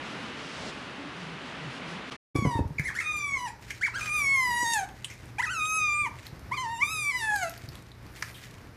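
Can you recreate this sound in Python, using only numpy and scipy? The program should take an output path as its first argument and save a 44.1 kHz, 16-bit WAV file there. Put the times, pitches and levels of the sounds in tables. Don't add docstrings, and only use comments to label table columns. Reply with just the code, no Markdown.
import sys
import numpy as np
from scipy import signal
from scipy.fft import rfft, irfft
from scipy.io import wavfile
from scipy.ndimage import uniform_filter1d, map_coordinates

SR = 44100
rng = np.random.default_rng(int(sys.argv[2]) if len(sys.argv) > 2 else 0)


def int16_out(signal):
    q = np.round(np.clip(np.atleast_2d(signal).T, -1, 1) * 32767)
    wavfile.write(sys.argv[1], SR, q.astype(np.int16))


N = 386316
TIME = np.arange(N) / SR
CUTOFF_HZ = 14000


def from_db(db):
    return 10 ** (np.asarray(db) / 20)


def rms_one(x):
    return x / np.sqrt(np.mean(x ** 2) + 1e-20)


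def at_hz(points, hz):
    f, value = np.transpose(points)
    return np.interp(np.log(np.maximum(hz, 1)), np.log(f), value)


def along(rows, t):
    s, *columns = np.transpose(rows)
    return [np.interp(t, s, c) for c in columns]


def resonance(hz, centre_hz, octaves):
    return 1 / (1 + (np.log2(hz / centre_hz) / octaves) ** 2)


def filtered(x, hz, kind, order=2):
    hz = np.clip(hz, 10, SR / 2 - 100)
    return signal.sosfilt(signal.butter(order, hz, kind, fs=SR, output="sos"), x)


def noise(spectrum):
    gain = from_db(at_hz(spectrum, np.fft.rfftfreq(N, 1 / SR)))
    return rms_one(irfft(rfft(rng.standard_normal(N)) * gain, N))


def drift(rate, t):
    knots = rng.standard_normal(4096)
    return map_coordinates(knots, [(t - t[0]) * rate], order=2, mode="wrap")


def gate(t, start, end, edge_s):
    opening = np.clip((t - start) / edge_s + .5, 0, 1)
    closing = np.clip((end - t) / edge_s + .5, 0, 1)
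    return opening * closing


def add(out, start, sound):
    i = max(round(start * SR), 0)
    out[i:i + len(sound)] += sound[:N - i]


def gesture(rows, glide_s):
    s, *columns = np.transpose(rows)
    t = np.arange(s[0] - glide_s / 2, s[-1] + glide_s / 2, 1 / SR)
    width = int(glide_s * SR) + 1
    curves = [uniform_filter1d(np.interp(t, s, c), width) for c in columns]
    return t, gate(t, s[0], s[-1], glide_s), curves


# (time [s], level [dB])
SURF_LEVEL = [(0.02, -40), (0.96, -42.5), (0.99, -43), (1.97, -41), (2.1, -42), (2.1, -65), (2.12, -35.5),
              (2.14, -45)]
# (frequency [Hz], level [dB])
SURF_COLOUR = [(18, -85), (30, -35), (61, -10), (102, -12.5), (132, -3.5), (173, -4), (207, -5),
               (266, -1.5), (317, -6.5), (706, -10), (1230, -8), (2950, -12), (4990, -23.5), (10600, -41),
               (12000, -51), (15600, -85), (22000, -120)]


def surf(spray_db=-12.5, split_hz=4300, flicker_db=1.5):
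    wash = filtered(noise(SURF_COLOUR), split_hz, "low", order=4)
    wash = wash / np.std(filtered(wash, [400, 4000], "band"))
    fizz = filtered(noise(SURF_COLOUR), split_hz, "high", order=4)
    fizz = rms_one(filtered(fizz, 11800, "low", order=16))
    flickering = from_db(spray_db + flicker_db * drift(14.2, TIME))
    return (wash + fizz * flickering) * from_db(along(SURF_LEVEL, TIME)[0])


# (frequency [Hz], level [dB])
VENTILATION_COLOUR = [(25, -17), (55, 2), (115, 1.5), (200, -6), (330, -8.5), (550, -14.5), (1300, -17),
                      (2100, -19.5), (3200, -29), (5200, -29), (7500, -38.5), (14500, -38)]


def ventilation(level_db=-48.5, waver_db=1.95):
    return noise(VENTILATION_COLOUR) * from_db(level_db + waver_db * drift(12, TIME))


def hum(pitch_hz=119, level_db=-56, waver_db=0.97):
    tone = np.sqrt(2) * np.sin(2 * np.pi * pitch_hz * TIME)
    return tone * from_db(level_db + waver_db * drift(7.3, TIME))


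# (frequency [Hz], time to fade by 60 dB [s], relative level [dB])
PEN_ECHO = [(202, 0.46, -20), (940, 0.45, -11), (2090, 0.18, -3), (3020, 0.22, -21), (6230, 0.44, -7),
            (11800, 0.049, -6.5)]


def pen_echo(x):
    t, table = np.arange(SR // 2) / SR, np.array(PEN_ECHO)
    edges, tail = np.geomspace(110, 14080, 8), 0
    for low, high in zip(edges, edges[1:]):
        t60, db = (at_hz(table[:, [0, c]], np.sqrt(low * high)) for c in (1, 2))
        decay = from_db(-60 * t / t60) * np.clip(t / 0.0014, 0, 1)
        band = filtered(rng.standard_normal(len(t)), [low, high], "band")
        tail = tail + from_db(db) * band * decay / np.linalg.norm(decay)
    return signal.fftconvolve(x, tail)[:N]


def brush(start_s=8.15, end_s=8.44, swell_s=0.15, level_db=-60, low_hz=9000):
    hiss = rms_one(filtered(rng.standard_normal(N), [low_hz, CUTOFF_HZ], "band"))
    return hiss * gate(TIME, start_s, end_s, swell_s) * from_db(level_db + 2 * drift(60, TIME))


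# (frequency [Hz], level [dB])
SCUFF_COLOUR = [(1000, 3.5), (2000, 15), (3200, 7), (5300, 4.5), (7200, 2.5), (10500, -5), (13200, -18),
                (14500, 13.5)]
# (middle [s], half length [s], level before the trim [dB])
SCUFFS = [(3.717, 0.13, -42), (4.04, 0.091, -33.5), (4.156, 0.13, -53), (5.19, 0.18, -48.5),
          (6.26, 0.12, -44.5), (7.573, 0.28, -45), (8.258, 0.18, -46), (8.44, 0.22, -45)]


def scuffs(floor_db=-57.5, trim_db=-7.0, grain_db=3.5, catch_db=4.5):
    level = from_db(floor_db)
    for middle_s, half_s, db in SCUFFS:
        level = level + from_db(db) * np.exp(-((TIME - middle_s) / half_s) ** 2)
    unevenness_db = catch_db * drift(30, TIME) + grain_db * drift(350, TIME)
    return noise(SCUFF_COLOUR) * level * from_db(trim_db + unevenness_db)


# (start [s], end [s], pace [ticks per s], level before filtering and chance [dB])
PATTER = [(2.399, 8.4, 3.5, -48.5), (7.549, 8.1, 7.4, -57)]


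def patter(t60=0.02, spread_db=5, low_hz=2800, high_hz=9500):
    out, t = np.zeros(N), np.arange(SR // 20) / SR
    for start, end, per_s, level_db in PATTER:
        for s in np.arange(start, end, 1 / per_s):
            burst = rng.standard_normal(len(t)) * from_db(-60 * t / t60)
            tick = filtered(burst, [low_hz, high_hz], "band", order=1)
            level = from_db(level_db + spread_db * rng.uniform(-1, 1))
            add(out, s + rng.random() / per_s, level * tick)
    return out


# (time [s], thud level [dB], thud pitch [Hz], knock against thud before the trim [dB])
BUMPS = [(2.354, -19, 132, -0.5), (2.386, -16, 121, -11.5), (2.423, -18.5, 216, -29),
         (2.452, -16, 189, -1.5), (2.47, -14, 131, -33), (2.554, -18, 108, -10.5), (2.591, -20, 210, -2),
         (2.605, -14, 87.6, -35), (2.654, -18.5, 91, -42), (2.706, -26, 149, -28), (2.796, -20, 147, -32),
         (4.628, -45, 251, 12), (6.327, -29.5, 131, -32), (7.637, -31, 116, -12), (7.683, -30.5, 140, -23)]


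def bumps(thud_t60=0.063, knock_t60=0.076, knock_trim_db=-1, knock_hz=290, crunch_share=0.53):
    out, t = np.zeros(N), np.arange(SR // 4) / SR
    for s, level_db, thud_hz, upper_db in BUMPS:
        thud = np.sin(2 * np.pi * thud_hz * t) * from_db(-60 * t / thud_t60)
        crunch = rms_one(filtered(rng.standard_normal(len(t)), [170, 560], "band"))
        pitch = knock_hz * from_db(rng.standard_normal())
        hollow = np.sin(2 * np.pi * pitch * t)
        knock = (hollow + crunch_share * crunch) * from_db(-60 * t / knock_t60)
        add(out, s, from_db(level_db) * (thud + from_db(upper_db + knock_trim_db) * knock))
    return filtered(out, 44, "high", order=3)


# (time [s], level before the trim [dB], ring [Hz], upper ring against it [dB], time to fade by 60 dB [s])
CLICKS = [(2.36, -34, 5040, -19, 0.044), (2.795, -20.5, 2000, -35, 0.021), (3.167, -40, 3900, 1, 0.027),
          (3.705, -22.5, 2130, -12.5, .044), (4.735, -17.5, 7180, -20, .035),
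          (4.888, -32.5, 2980, -14, 0.017), (5.045, -25, 3020, -3.5, 0.046), (5.1, -35.5, 2210, -9, 0.24),
          (5.257, -43, 3100, -2, .006), (5.652, -31.5, 3170, -12, 0.034), (6.267, -31.5, 4200, -9.5, .021),
          (7.36, -29, 4660, -2, 0.02), (7.495, -30, 6400, 1, 0.01), (7.577, -39.5, 4500, -4, 0.025),
          (7.688, -36, 4680, -8, 0.026), (7.754, -34.5, 3770, -3, 0.011), (7.916, -38, 3860, -23, 0.019),
          (8.065, -43, 5060, -8, .016), (8.224, -20, 1230, -28, 0.022), (8.224, -20, 1950, -3.5, 0.027),
          (8.342, -42, 3240, -11, 0.25)]


def clicks(rise_s=0.00019, width=0.14, crack_db=-11, trim_db=-7, upper_ratio=2.75):
    out, t = np.zeros(N), np.arange(SR // 5) / SR

    def ringing(hz):
        band = [hz * (1 - width), hz * (1 + width)]
        return rms_one(filtered(rng.standard_normal(len(t)), band, "band"))

    for s, level_db, ring_hz, upper_db, t60 in CLICKS:
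        ring = ringing(ring_hz)
        upper = ringing(min(upper_ratio * ring_hz, 12000))
        crack = rms_one(filtered(rng.standard_normal(len(t)), [700, 7000], "band", order=1))
        shape = (1 - np.exp(-t / rise_s)) * from_db(-60 * t / t60)
        mix = ring + from_db(upper_db) * upper + from_db(crack_db) * crack
        add(out, s, from_db(level_db + trim_db) * shape / shape.max() * mix)
    return out


def snort(start_s=0.36, end_s=0.71, edge_s=0.027, level_db=-46, swell_db_per_s=25,
          low_hz=4500, high_hz=9500, puff_db=-43, puff_s=0.092):
    hiss = rms_one(filtered(noise(SURF_COLOUR), [low_hz, high_hz], "band"))
    swell = from_db(level_db + swell_db_per_s * np.minimum(TIME - end_s, 0))
    puff = rms_one(filtered(rng.standard_normal(N), [45, 700], "band"))
    puff_shape = from_db(puff_db) * np.exp(-((TIME - end_s + puff_s / 2) / puff_s) ** 2)
    return gate(TIME, start_s, end_s, edge_s) * (hiss * swell + puff * puff_shape)


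# (start [s], end [s], first pitch [Hz], last pitch [Hz], level [dB])
GRUNTS = [(.2, 0.257, 236, 218, -44), (0.647, 0.684, 214, 227, -40), (.96, 1.077, 265.3, 295, -44),
          (1.15, 1.367, 188.2, 169, -45.5), (1.555, 1.593, 283, 252, -47), (1.6, 1.69, 160.7, 130, -41.5),
          (1.81, 1.878, 188, 146, -44.5), (1.89, 1.985, 161, 234, -45)]


def grunts(jitter=0.066, shimmer=0.38, slope_db=-13):
    out = np.zeros(N)
    for start, end, first_hz, last_hz, level_db in GRUNTS:
        t, voiced, (pitch,) = gesture([(start, first_hz), (end, last_hz)], glide_s=0.024)
        phase = 2 * np.pi * np.cumsum(pitch * (1 + jitter * drift(78.5, t))) / SR
        tone = sum(from_db(slope_db * np.log2(k)) * np.sin(k * phase) for k in range(1, 5))
        unsteady = rms_one(tone * (1 + shimmer * drift(57, t)))
        add(out, start, from_db(level_db) * voiced * unsteady)
    return out


# (frequency [Hz], level [dB])
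THROAT = [(600, -10), (950, -7), (1400, -12.5), (2250, 0.5), (2900, -19), (3300, -11.5), (3750, -19.5),
          (4300, -12.5), (4950, -11.5), (5500, -12), (6250, -10), (7500, -9.5), (8500, -12), (9200, -22.5),
          (10100, -8.5), (11400, -20.5), (14000, -23)]


def larynx(t, pitch, jitter, flutter_db, count=18):
    k = np.arange(1, count + 1)[:, None]
    wobble = jitter * (drift(130, t) + drift(600, t)) + 0.00298 * drift(34.9, t)
    phase = 2 * np.pi * np.cumsum(pitch * (1 + wobble)) / SR
    flutter = np.array([drift(15.86, t) for _ in k]) * (k > 2)
    gains = from_db(at_hz(THROAT, k * pitch) + flutter_db * flutter) * (k * pitch < CUTOFF_HZ)
    return k * pitch, gains, np.sqrt(2) * np.sin(k * phase)


def rasp(t, wave, hiss):
    return hiss[:len(t)] * (1 + wave / 2)


# (crest [s], rise [s], fall [s], first pitch [Hz], crest pitch [Hz], last pitch [Hz],
#                level before edge and flare [dB], roughness [0-1], overtone tilt [dB per octave])
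CHIRPS = [(2.785, .002, 0.0046, 2420, 2330, 2080, -26, 0.54, -8),
          (2.869, .035, 0.02, 1745, 2190, 1190, -36.5, 0.85, -2),
          (2.881, .002, 0.031, 2080, 1898, 872, -28.5, 0.78, -11),
          (2.987, .05, .028, 1161, 2067, 1280, -32, .7, -6.5),
          (3.002, .002, 0.0062, 2270, 2260, 1580, -27, 0.8, -3),
          (3.846, 0.035, 0.041, 1400, 2290, 891, -24, 0.24, -8),
          (3.972, 0.036, 0.027, 1270, 1625, 1295, -32.5, 0.5, -9.5),
          (5.408, 0.024, 0.0022, 772, 1033, 1060, -25, 0.42, -6.5),
          (5.442, 0.026, 0.019, 1286, 1980, 1380, -26, 0.25, -7.5)]


def chirps(hiss, rasp_db=-13, rasp_hz=3800, jitter=0.019, shimmer=0.89,
           nose_hz=2100, nose_octaves=0.11, nose_db=11, flare=0.52, arch=1.4, edge_db=-4):
    out, hiss = np.zeros(N), filtered(hiss, rasp_hz, "low")
    for crest_s, rise_s, fall_s, first_hz, crest_hz, last_hz, level_db, rough, tilt_db in CHIRPS:
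        path = [(crest_s - rise_s, -1), (crest_s, 0), (crest_s + fall_s, 1)]
        t, voiced, (away,) = gesture(path, glide_s=0.003)
        droop = (1 - np.exp(-(arch * away) ** 2)) / (1 - np.exp(-arch ** 2))
        pitch = crest_hz + (np.where(away < 0, first_hz, last_hz) - crest_hz) * droop
        hz, gains, waves = larynx(t, pitch, jitter * rough, flutter_db=4.0)
        nose = nose_db * resonance(hz, nose_hz, nose_octaves)
        gains = gains * from_db(tilt_db * np.log2(hz / pitch) + nose)
        strength = np.linalg.norm(gains, axis=0)
        tone = np.sum(gains * waves, axis=0) / strength * (1 + shimmer * rough * drift(235, t))
        breath = from_db(rasp_db) * rough * rasp(t, waves[0], hiss)
        level = from_db(level_db + edge_db * away ** 2) * (strength / strength.max()) ** flare
        add(out, t[0], voiced * level * (tone + breath))
    return out


# (time [s], pitch [Hz], level before the trim [dB], overtone level before the trim [dB])
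SQUEALS = [
    [(2.355, 1140, -30, -39.5), (2.393, 1138, -37, -48), (2.441, 1099, -31.5, -50),
     (2.461, 1007, -39, -44.5), (2.573, 917, -33.5, -50), (2.6, 848, -45, -56.5)],
    [(3.012, 1342, -29.5, -47), (3.03, 1204, -45, -50), (3.066, 1240, -30, -46), (3.172, 1198, -33, -42),
     (3.352, 1090, -30.5, -48.5), (3.396, 985, -43, -43), (3.452, 987, -36, -45),
     (3.476, 868, -36.5, -46.5), (3.49, 798, -43.5, -39)],
    [(3.995, 1300, -46, -48), (4.017, 1190, -32.5, -43), (4.053, 1269, -35.5, -48),
     (4.097, 1188, -31, -45.5), (4.151, 1237, -26.5, -37.5), (4.259, 1103, -26, -37.5),
     (4.329, 1096, -23, -39), (4.529, 948.7, -28, -36.5), (4.631, 971, -27, -34.5), (4.649, 925, -30, -34),
     (4.733, 935, -32, -29), (4.757, 872, -26, -33), (4.807, 784, -31, -38), (4.833, 748, -31.5, -51),
     (4.85, 756, -40, -40)],
    [(5.465, 1305, -33, -36), (5.483, 1218, -30, -54), (5.517, 1570, -33, -41), (5.549, 1340, -33, -41.5),
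     (5.609, 1237, -27.5, -39), (5.755, 1282, -28, -33.5), (5.901, 1193, -24.5, -40.5),
     (6.009, 1196, -26, -45), (6.049, 1146, -28.5, -47.5), (6.069, 950, -32.5, -43.5),
     (6.085, 866, -41, -58)],
    [(6.515, 964, -28, -53), (6.547, 1223, -31, -46), (6.561, 1202, -43, -52), (6.579, 1010, -31, -35.5),
     (6.615, 1048, -36, -40.5), (6.667, 893, -33.5, -49.5), (6.733, 943, -36.5, -46),
     (6.773, 900, -40.5, -43), (6.8, 976, -36, -43)],
    [(6.8, 931.6, -41, -44), (6.83, 1177, -15.5, -42.5), (6.864, 1195, -37.5, -38.5),
     (6.918, 1306, -34, -36), (7.044, 1170, -30.5, -38), (7.102, 1146, -25, -41.5),
     (7.126, 1003, -39.5, -43), (7.156, 1009, -25.5, -41), (7.186, 978.4, -42, -36),
     (7.226, 889, -32.5, -38.5), (7.32, 837, -26, -40.5), (7.34, 842.4, -25, -41.5),
     (7.408, 759, -36.5, -39), (7.432, 715, -26.5, -31), (7.464, 659, -32, -44), (7.49, 660, -32.5, -38)],
]
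# (octave lift [dB], overtone tilt [dB per octave],
#     roughness added at the start [0-1], when steady [0-1], added when sagging [0-1],
#     mouth resonance at the start [Hz], at the end [Hz], its lift [dB])
SQUEAL_COLOURS = [(-8, -4, 0.45, 0.24, 0.44, 3600, 3700, 12), (0.5, -5.5, 0.76, .06, 0.79, 6050, 6100, 6),
                  (1, -1, 0.97, 0.038, 0.7, 6120, 6600, 10), (-1, -3.5, 0.3, .02, 0.32, 6500, 6080, 10),
                  (-8, -6, 0.5, .02, .05, 3150, 2800, 9.5), (4, -1.5, .04, 0.103, 0.26, 5600, 2640, 8)]
# (frequency [Hz], lift [dB])
MUZZLE = [(2920, 13), (3720, 9), (4950, -1)]
FRAY_S, SAG_FROM_HZ, SAG_SPAN_HZ = 0.057, 1085, 292


def squeals(hiss, closing_db=-15, closing_s=0.04, rasp_db=-17, low_trim_db=-1, overtone_trim_db=-2.5,
            waver_db=1.8, jitter=0.0158, shimmer=0.33, mouth_octaves=0.033, muzzle_octaves=0.053,
            nose_hz=2350, nose_octaves=0.033, nose_db=2):
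    out = np.zeros(N)
    for rows, colour in zip(SQUEALS, SQUEAL_COLOURS):
        octave_db, tilt_db, at_start, steady, sagging, first_hz, last_hz, mouth_db = colour
        t, voiced, (pitch, level, overtone_level) = gesture(rows, glide_s=0.0098)
        fray = at_start * np.exp(-(t - t[0]) / FRAY_S)
        sag = sagging * np.clip((SAG_FROM_HZ - pitch) / SAG_SPAN_HZ, 0, 1)
        rough = steady + fray + sag
        hz, gains, waves = larynx(t, pitch, jitter * rough, flutter_db=4.5)

        low = gains[:2] * from_db(nose_db * resonance(hz[:2], nose_hz, nose_octaves))
        closing = closing_db * np.exp((t - t[-1]) / closing_s)
        low[1] *= from_db(octave_db + waver_db * drift(17.1, t) + closing)

        mouth_hz = np.linspace(first_hz, last_hz, len(t))
        mouth = mouth_db * resonance(hz[2:], mouth_hz, mouth_octaves)
        muzzle = sum(db * resonance(hz[2:], f, muzzle_octaves) for f, db in MUZZLE)
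        high = gains[2:] * from_db(tilt_db * np.log2(hz[2:] / pitch) + mouth + muzzle)

        low = low * from_db(level + low_trim_db) / np.linalg.norm(low, axis=0)
        high = high * from_db(overtone_level + overtone_trim_db) / np.linalg.norm(high, axis=0)
        gains = np.vstack([low, high])
        tone = np.sum(gains * waves, axis=0) * (1 + shimmer * rough * drift(220, t))
        strength = np.linalg.norm(gains, axis=0)
        breath = from_db(rasp_db) * rough * strength * rasp(t, waves[0], hiss)
        add(out, t[0], voiced * (tone + breath))
    return out


def beach():
    return surf() + snort() + grunts()


# (time [s], level [dB])
ECHO_SHARE = [(2.35, 5.5), (3.0, 10), (3.9, 5.5), (4.4, 0), (5.6, 2.5), (8.7, 2)]


def pen():
    hiss = noise(THROAT)
    direct = patter() + bumps() + clicks() + chirps(hiss) + squeals(hiss)
    echo = pen_echo(direct * from_db(along(ECHO_SHARE, TIME)[0]))
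    return ventilation() + hum() + brush() + scuffs() + echo + direct


def scene(beach_end_s=2.163, pen_start_s=2.347):
    beach_part = beach() * gate(TIME, -1, beach_end_s, 0.0064)
    pen_part = pen() * gate(TIME, pen_start_s, 10, 0.0024)
    mono = beach_part + pen_part
    return np.array([mono, mono])


def record(dry):
    return signal.sosfilt(signal.ellip(10, .1, 80, CUTOFF_HZ, fs=SR, output="sos"), dry)


dry = scene()
out = record(dry)
int16_out(out)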